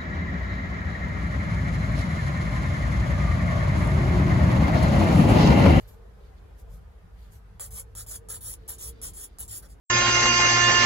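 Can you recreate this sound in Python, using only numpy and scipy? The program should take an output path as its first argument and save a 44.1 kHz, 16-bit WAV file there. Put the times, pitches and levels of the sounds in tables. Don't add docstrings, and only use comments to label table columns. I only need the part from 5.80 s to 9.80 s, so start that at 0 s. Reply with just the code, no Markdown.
import sys
import numpy as np
from scipy import signal
from scipy.fft import rfft, irfft, next_fast_len
from scipy.io import wavfile
from scipy.ndimage import uniform_filter1d

SR = 44100
rng = np.random.default_rng(int(sys.argv[2]) if len(sys.argv) > 2 else 0)


def dump_mix(stems):
    frames = np.atleast_2d(stems).T
    limited = np.clip(frames, -1, 1)
    pcm = np.round(limited * 32767).astype(np.int16)
    wavfile.write(sys.argv[1], SR, pcm)


N = 176400
TIME = np.arange(N) / SR
SIZE = next_fast_len(N + SR)
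HZ = np.maximum(np.arange(SIZE // 2 + 1) * SR / SIZE, 1)
CUTOFF_HZ, SCATTER_T60_S = 15800, 0.048


def from_db(db):
    return 10 ** (np.asarray(db) / 20)


def unit_rms(x):
    return x / np.sqrt(np.mean(x ** 2) + 1e-20)


def per_hz(points):
    hz, value = np.transpose(points)
    return np.interp(np.log(HZ), np.log(hz), value)


def envelope(points):
    return from_db(np.interp(TIME, *np.transpose(points)))


def colour(x, points):
    gain = from_db(per_hz(points))
    gain /= np.sqrt(np.mean(gain ** 2 * (HZ < CUTOFF_HZ)))
    cepstrum = irfft(np.log(gain), SIZE)
    causal = np.r_[cepstrum[0], 2 * cepstrum[1:SIZE // 2]]
    return irfft(rfft(x, SIZE) * np.exp(rfft(causal, SIZE)), SIZE)[..., :N]


def drift(rate_hz, steps=16384):
    step_s = SIZE / SR / steps
    hz = np.arange(steps // 2 + 1) * SR / SIZE
    slow = irfft(rfft(rng.standard_normal(steps)) / (1 + (hz / rate_hz) ** 2))
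    return unit_rms(np.interp(TIME, np.arange(steps) * step_s, slow))


def flicker(rate_hz, depth_db):
    return unit_rms(from_db(depth_db * np.minimum(drift(rate_hz), 1)))


def grains(per_s, spread_db):
    sizes = from_db(spread_db * np.minimum(rng.exponential(1, N), 5)) * rng.choice([-1, 1], N)
    return unit_rms(sizes * (rng.random(N) < per_s / SR))


def reflections(t60_s, first_s=0.0003):
    decay = from_db(-60 * np.minimum(TIME / t60_s, 3)) * (TIME > first_s)
    echoes = rng.standard_normal((2, N)) * decay
    return rfft(echoes / np.sqrt(np.sum(echoes ** 2, axis=1, keepdims=True)), SIZE)


def scattered(x, t60_s):
    weights = np.array([drift(rate_hz=3.6) for _ in range(3)])
    weights /= np.sqrt(np.sum(weights ** 2, axis=0))
    return irfft(sum(rfft(x * w, SIZE) * reflections(t60_s) for w in weights), SIZE)[:, :N]


# frequency in Hz, left-right correlation.
COHERENCE = [(60, 0.99), (125, 0.75), (250, 0.023), (500, 0.19), (1500, 0)]

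def room_noise(spectrum):
    alike = np.clip(per_hz(COHERENCE), -.999, .999)
    mid, side = rfft(rng.standard_normal((2, SIZE)))
    both = np.sqrt(1 + alike) * mid + np.sqrt(1 - alike) * side * [[1], [-1]]
    return unit_rms(colour(irfft(both, SIZE), spectrum))


# frequency in Hz, relative level in dB.
RUMBLE_SPECTRUM = [(20, -34), (36, -14.5), (44, -0.5), (53, 1.5), (66, -3), (85, -13), (105, -12),
                   (128, -24.5), (175, -18.5), (220, -31), (320, -50.5), (4000, -90)]
# time in seconds, relative level in dB.
RUMBLE_ENVELOPE = [(0, -48.5), (.76, -47.5), (.93, -42), (1.05, -47), (1.18, -50.5), (1.4, -45.5),
                   (1.65, -49), (1.86, -50.5), (1.92, -41.5), (2.04, -50), (2.15, -46.5), (2.45, -49.5),
                   (2.8, -47.5), (2.98, -51), (3.1, -42.5), (3.2, -50.5), (3.3, -44), (3.45, -54),
                   (3.64, -46.5), (3.75, -53), (3.93, -46.5), (4, -51)]

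def rumble():
    noise = room_noise(RUMBLE_SPECTRUM)
    running_rms = np.sqrt(uniform_filter1d(np.mean(noise ** 2, axis=0), size=SR // 8))
    return from_db(0.5) * envelope(RUMBLE_ENVELOPE) * noise / running_rms


# frequency in Hz, relative level in dB.
AIR_SPECTRUM = [(100, -4), (190, 3), (300, -12.5), (430, 1.5), (540, -6), (680, -2.5), (1000, -6.5),
                (1500, -8), (2200, -15.5), (3200, -20), (6500, -26.5), (8500, -29), (12000, -26.5),
                (15700, -39)]
# time in seconds, level in dB.
AIR_ENVELOPE = [(0, -59.5), (.75, -59.5), (1.05, -61), (4, -62)]

def air(depth_db=2.6, frame=2048):
    cells = signal.stft(room_noise(AIR_SPECTRUM), nperseg=frame)[2]
    patches = uniform_filter1d(rng.standard_normal(cells.shape[1:]), size=3, axis=0)
    patches = unit_rms(uniform_filter1d(patches, size=2, axis=1))
    cells *= unit_rms(from_db(depth_db * patches))
    return envelope(AIR_ENVELOPE) * signal.istft(cells, nperseg=frame)[1][:, :N]


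# frequency in Hz, relative level in dB.
LOW_MID_SPECTRUM = [(100, -12), (170, -5.5), (280, -1.5), (380, -3.5), (520, -13), (800, -25), (2000, -55)]
HOLLOW_SPECTRUM = [(300, -27.5), (400, -1), (470, 1.5), (600, -9), (800, -29.5), (3000, -67)]
# time in seconds, level in dB.
LOW_MID_ENVELOPE = [(0, -74), (.7, -65), (1, -72.5), (1.95, -72), (2.5, -63), (3.25, -59), (3.5, -63.5),
                    (4, -61)]
HOLLOW_ENVELOPE = [(0, -70), (.22, -61), (.6, -64.5), (1, -63), (1.25, -75), (2.2, -71), (2.7, -70.5),
                   (3.28, -67), (3.5, -72)]

def noise_bands():
    dull = envelope(LOW_MID_ENVELOPE) * room_noise(LOW_MID_SPECTRUM)
    waver = from_db(2.8 * drift(rate_hz=10))
    return dull + envelope(HOLLOW_ENVELOPE) * waver * room_noise(HOLLOW_SPECTRUM)


# time in seconds, level in dB.
LOW_HUM_ENVELOPE = [(0, -55), (.7, -70), (.95, -56), (1.4, -77), (1.75, -55), (2.3, -53.5), (3.1, -58.5),
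                    (3.4, -77), (3.7, -50.5), (4, -77)]
HIGH_HUM_ENVELOPE = [(0, -70), (.22, -59), (.4, -82), (1.8, -69), (1.97, -62.5), (2.25, -69), (2.48, -54.5),
                     (2.65, -74), (2.85, -59.5), (3.02, -69), (3.12, -55.5), (3.35, -68.5), (4, -84)]

def hum(hz, levels, waver_rad, width_rad):
    phase = 2 * np.pi * hz * TIME + waver_rad * drift(rate_hz=4.7)
    sides = np.array([np.sin(phase + width_rad * drift(rate_hz=14)) for _ in range(2)])
    return np.sqrt(2) * envelope(levels) * flicker(rate_hz=16, depth_db=3) * sides


# centre in seconds, Gaussian half width in seconds, level in dB.
SKIN_BRUSHES = [(.005, 0.024, -63.5), (0.086, 0.008, -59), (.115, 0.029, -64), (0.797, 0.016, -61.5),
                (0.939, 0.03, -62.5), (1.43, 0.043, -71), (1.526, 0.011, -63), (1.555, 0.02, -61)]
CLOTH_RUSTLES = [(.04, 0.035, -67.5), (.45, 0.035, -70), (.58, 0.012, -69.5), (1.43, 0.061, -69),
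                 (3.16, 0.3, -67)]
# frequency in Hz, relative level in dB.
SKIN_SPECTRUM = [(600, -32), (2000, -9), (3500, -4.5), (5500, -3), (7000, 1), (9000, -4), (12000, 4.5),
                 (15700, -10)]
CLOTH_SPECTRUM = [(500, -24.5), (1400, -1.5), (2200, -2.5), (4400, -0.5), (6000, -10), (14000, -33)]

def rubbing(swells, spectrum):
    touch = sum(from_db(db) * np.exp(-.5 * ((TIME - s) / width) ** 2) for s, width, db in swells)
    return colour(touch * grains(per_s=11000, spread_db=4), spectrum)


# frequency in Hz, phase lag of the left side in cycles.
LEFT_LAG = [(0, 0), (1700, 0), (2600, .5), (3800, 1), (5200, 1.5), (6400, 2), (7200, 2.32), (8550, 2.5),
            (11000, 3), (13400, 3.5), (15500, 4), (22000, 5.5)]
# frequency in Hz, left minus right level in dB.
SIDE_BALANCE = [(3500, 0), (5700, -5), (7000, 1), (9000, 0)]
# frequency in Hz, scattered level relative to the direct sound in dB.
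SCATTER_RATIO = [(200, -8), (600, 0), (2500, -4), (4200, -3), (5500, -2), (7300, -8), (8600, -14),
                 (15000, -13)]

def to_stereo(x):
    lag = np.interp(HZ, *np.transpose(LEFT_LAG))
    direct = rfft(x, SIZE) * np.array([np.exp(-2j * np.pi * lag), np.ones(len(HZ))])
    share = from_db(per_hz(SCATTER_RATIO))
    echoes = share * rfft(scattered(x, SCATTER_T60_S), SIZE)
    shade = from_db(per_hz(SIDE_BALANCE) * [[.5], [-.5]])
    return irfft(shade * (direct + echoes) / np.sqrt(1 + share ** 2), SIZE)[:, :N]


# time in seconds, tick level in dB, knock level in dB.
IMPACTS = [(1.797, -18, -21.5), (1.998, -20, -41), (2.152, -22, -29.5), (2.264, -35, -35),
           (2.487, -22.5, -31), (2.514, -30, -35), (2.568, -45, -28.5), (2.739, -15, -31),
           (2.889, -38, -25), (2.903, -29, -28), (3.216, -19.5, -39), (3.586, -20, -39), (3.86, -50, -39)]
# frequency in Hz, relative level in dB. 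The grit colours both tick and rasp.
GRIT_SPECTRUM = [(700, -20.5), (2000, -19), (2600, -17.5), (3400, -12), (4000, -15), (5000, -10),
                 (6300, -10), (7300, 4), (8400, -1.5), (9800, 4), (11500, -0.5), (13500, -5.5), (14700, -9),
                 (15700, -5.5)]
KNOCK_SPECTRUM = [(200, -36), (600, 5.5), (950, 9), (1500, -0.5), (2200, -6), (3500, -0.5), (5000, -13),
                  (12000, -10)]

def landings(crunch_s=0.0008):
    times, tick_db, knock_db = np.transpose(IMPACTS)
    ticks, knocks = clicks = np.zeros((2, N))
    clicks[:, (times * SR).astype(int)] = from_db([tick_db, knock_db])
    fade = np.exp(-2 / (crunch_s * SR))
    energy = signal.lfilter([1 - fade], [1, -fade], ticks ** 2 + 1e-18)
    crunch = np.sqrt(energy) * rng.choice([-1, 1], N)
    return colour(crunch, GRIT_SPECTRUM) + colour(knocks, KNOCK_SPECTRUM)


def pressure(strokes, shape, board_exponent=1.24):
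    bite_db, sag_db_per_s, lift_s, lift_db = shape
    rasp, board, bright, lower = np.zeros((4, N))
    for start, length, rise, rasp_db, board_db, first_bright, last_bright, lower_boost in strokes:
        t = np.maximum(TIME - start, 0)
        bite = bite_db * np.maximum(1 - t / rise, 0) ** 1.43
        sag = sag_db_per_s * np.maximum(t - rise, 0)
        lift = lift_db * np.maximum((t - length) / lift_s + 1, 0) ** 1.73
        loss_db = np.minimum(bite + sag + lift, 150)
        rasp += (t > 0) * from_db(rasp_db - loss_db)
        board += (t > 0) * from_db(board_db - board_exponent * loss_db)
        touching = (t > 0) & (t < length)
        bright += touching * (first_bright + (last_bright - first_bright) * t / length)
        lower += touching * lower_boost
    return rasp, board, bright, lower


# frequency in Hz, gain in dB per unit of the colour control.
BRIGHTNESS_CURVE = [(4000, 0.18), (7500, -0.42), (10000, 0.52), (12500, 0.99), (15500, 0.87)]
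LOWER_RASP_CURVE = [(1500, 0), (3500, 0.39), (5800, 0.27), (7200, 0)]

def shift_colour(x, bright, lower):
    shifted, spectrum = np.zeros(N), rfft(x, SIZE)
    centres, spacing = np.linspace(0, CUTOFF_HZ, 24, retstep=True)
    for hz in centres:
        band = irfft(spectrum * np.maximum(1 - np.abs(HZ - hz) / spacing, 0), SIZE)[:N]
        db = bright * np.interp(hz, *np.transpose(BRIGHTNESS_CURVE))
        db += lower * np.interp(hz, *np.transpose(LOWER_RASP_CURVE))
        shifted += band * from_db(db) * flicker(rate_hz=14, depth_db=2.4)
    return shifted


def ringing(x, share=0.45):
    return np.sqrt(1 - share ** 2) * x + share * scattered(x, t60_s=0.06)[0]


FORWARD_STROKES = [(1.798, 0.075, 0.0099, -36.5, -53, -2.5, 0.5, 4.5),
                   (2.151, 0.078, 0.03, -36.5, -56, -5, 1.5, 10.5),
                   (2.488, 0.089, 0.016, -33.5, -53.5, -1, 1.5, 0),
                   (2.878, 0.073, 0.015, -36, -54.5, 6, -2, 2),
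                   (3.216, 0.082, 0.023, -34.5, -54.5, 1.5, -4, 5),
                   (3.586, 0.062, 0.018, -36.5, -59, 9.5, -7, 0.5)]
RETURN_STROKES = [(1.906, 0.12, 0.074, -37, -56, 1, -2, 5.5),
                  (2.264, 0.12, 0.054, -36.5, -56.5, 1, -3.5, 3.5),
                  (2.607, 0.15, 0.074, -37.5, -61, 5.5, -1.5, 4),
                  (2.982, 0.13, 0.045, -36, -61, -4.5, 3.5, 5),
                  (3.334, 0.14, 0.062, -38.5, -62, -4.5, 0, -0.5),
                  (3.678, 0.13, 0.046, -37.5, -62.5, -4, 2, 4.5),
                  (3.82, 0.061, 0.0065, -55, -58.5, 3, -5, 26), (3.885, 0.066, 0.015, -57, -80, 1, -8, 17)]
# dB below full at first contact, sag in dB per second, lift-off in seconds, its loss in dB.
FORWARD_SHAPE = (11, 89, 0.025, 6.7)
RETURN_SHAPE = (11, 38, 0.028, 16)

def filing():
    pushes = pressure(FORWARD_STROKES, FORWARD_SHAPE)
    pulls = pressure(RETURN_STROKES, RETURN_SHAPE)
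    rasp_gain, board_gain, bright, lower = np.add(pushes, pulls)
    slip = from_db(-0.5 * drift(rate_hz=520))
    shudder = flicker(rate_hz=130, depth_db=1.5)
    chatter = unit_rms(slip * shudder)
    grit = grains(per_s=15000, spread_db=1.5) * chatter
    catches = grains(per_s=3100, spread_db=0) * chatter
    rasp = shift_colour(colour(grit * rasp_gain, GRIT_SPECTRUM), bright, lower)
    return ringing(rasp + board_response(catches * board_gain))


# frequency in Hz, relative level in dB.
BOARD_SPECTRUM = [(120, -5), (300, -14.5), (520, 8), (700, -5.5), (950, -2), (1400, 2.5), (2000, -8),
                  (3000, -22), (8000, -50)]

def board_response(force):
    return colour(force, BOARD_SPECTRUM)


def scene():
    touches = rubbing(SKIN_BRUSHES, SKIN_SPECTRUM) + rubbing(CLOTH_RUSTLES, CLOTH_SPECTRUM)
    hands = scattered(touches, SCATTER_T60_S)
    room = rumble() + air() + noise_bands()
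    room += hum(103.34, LOW_HUM_ENVELOPE, waver_rad=1.0, width_rad=0.38)
    room += hum(449.6, HIGH_HUM_ENVELOPE, waver_rad=1.77, width_rad=0.83)
    return room + hands + to_stereo(filing() + landings())


def record(dry):
    return irfft(rfft(dry, SIZE) / np.sqrt(1 + (HZ / CUTOFF_HZ) ** 300), SIZE)[:, :N]


dry = scene()
out = record(dry)
dump_mix(out)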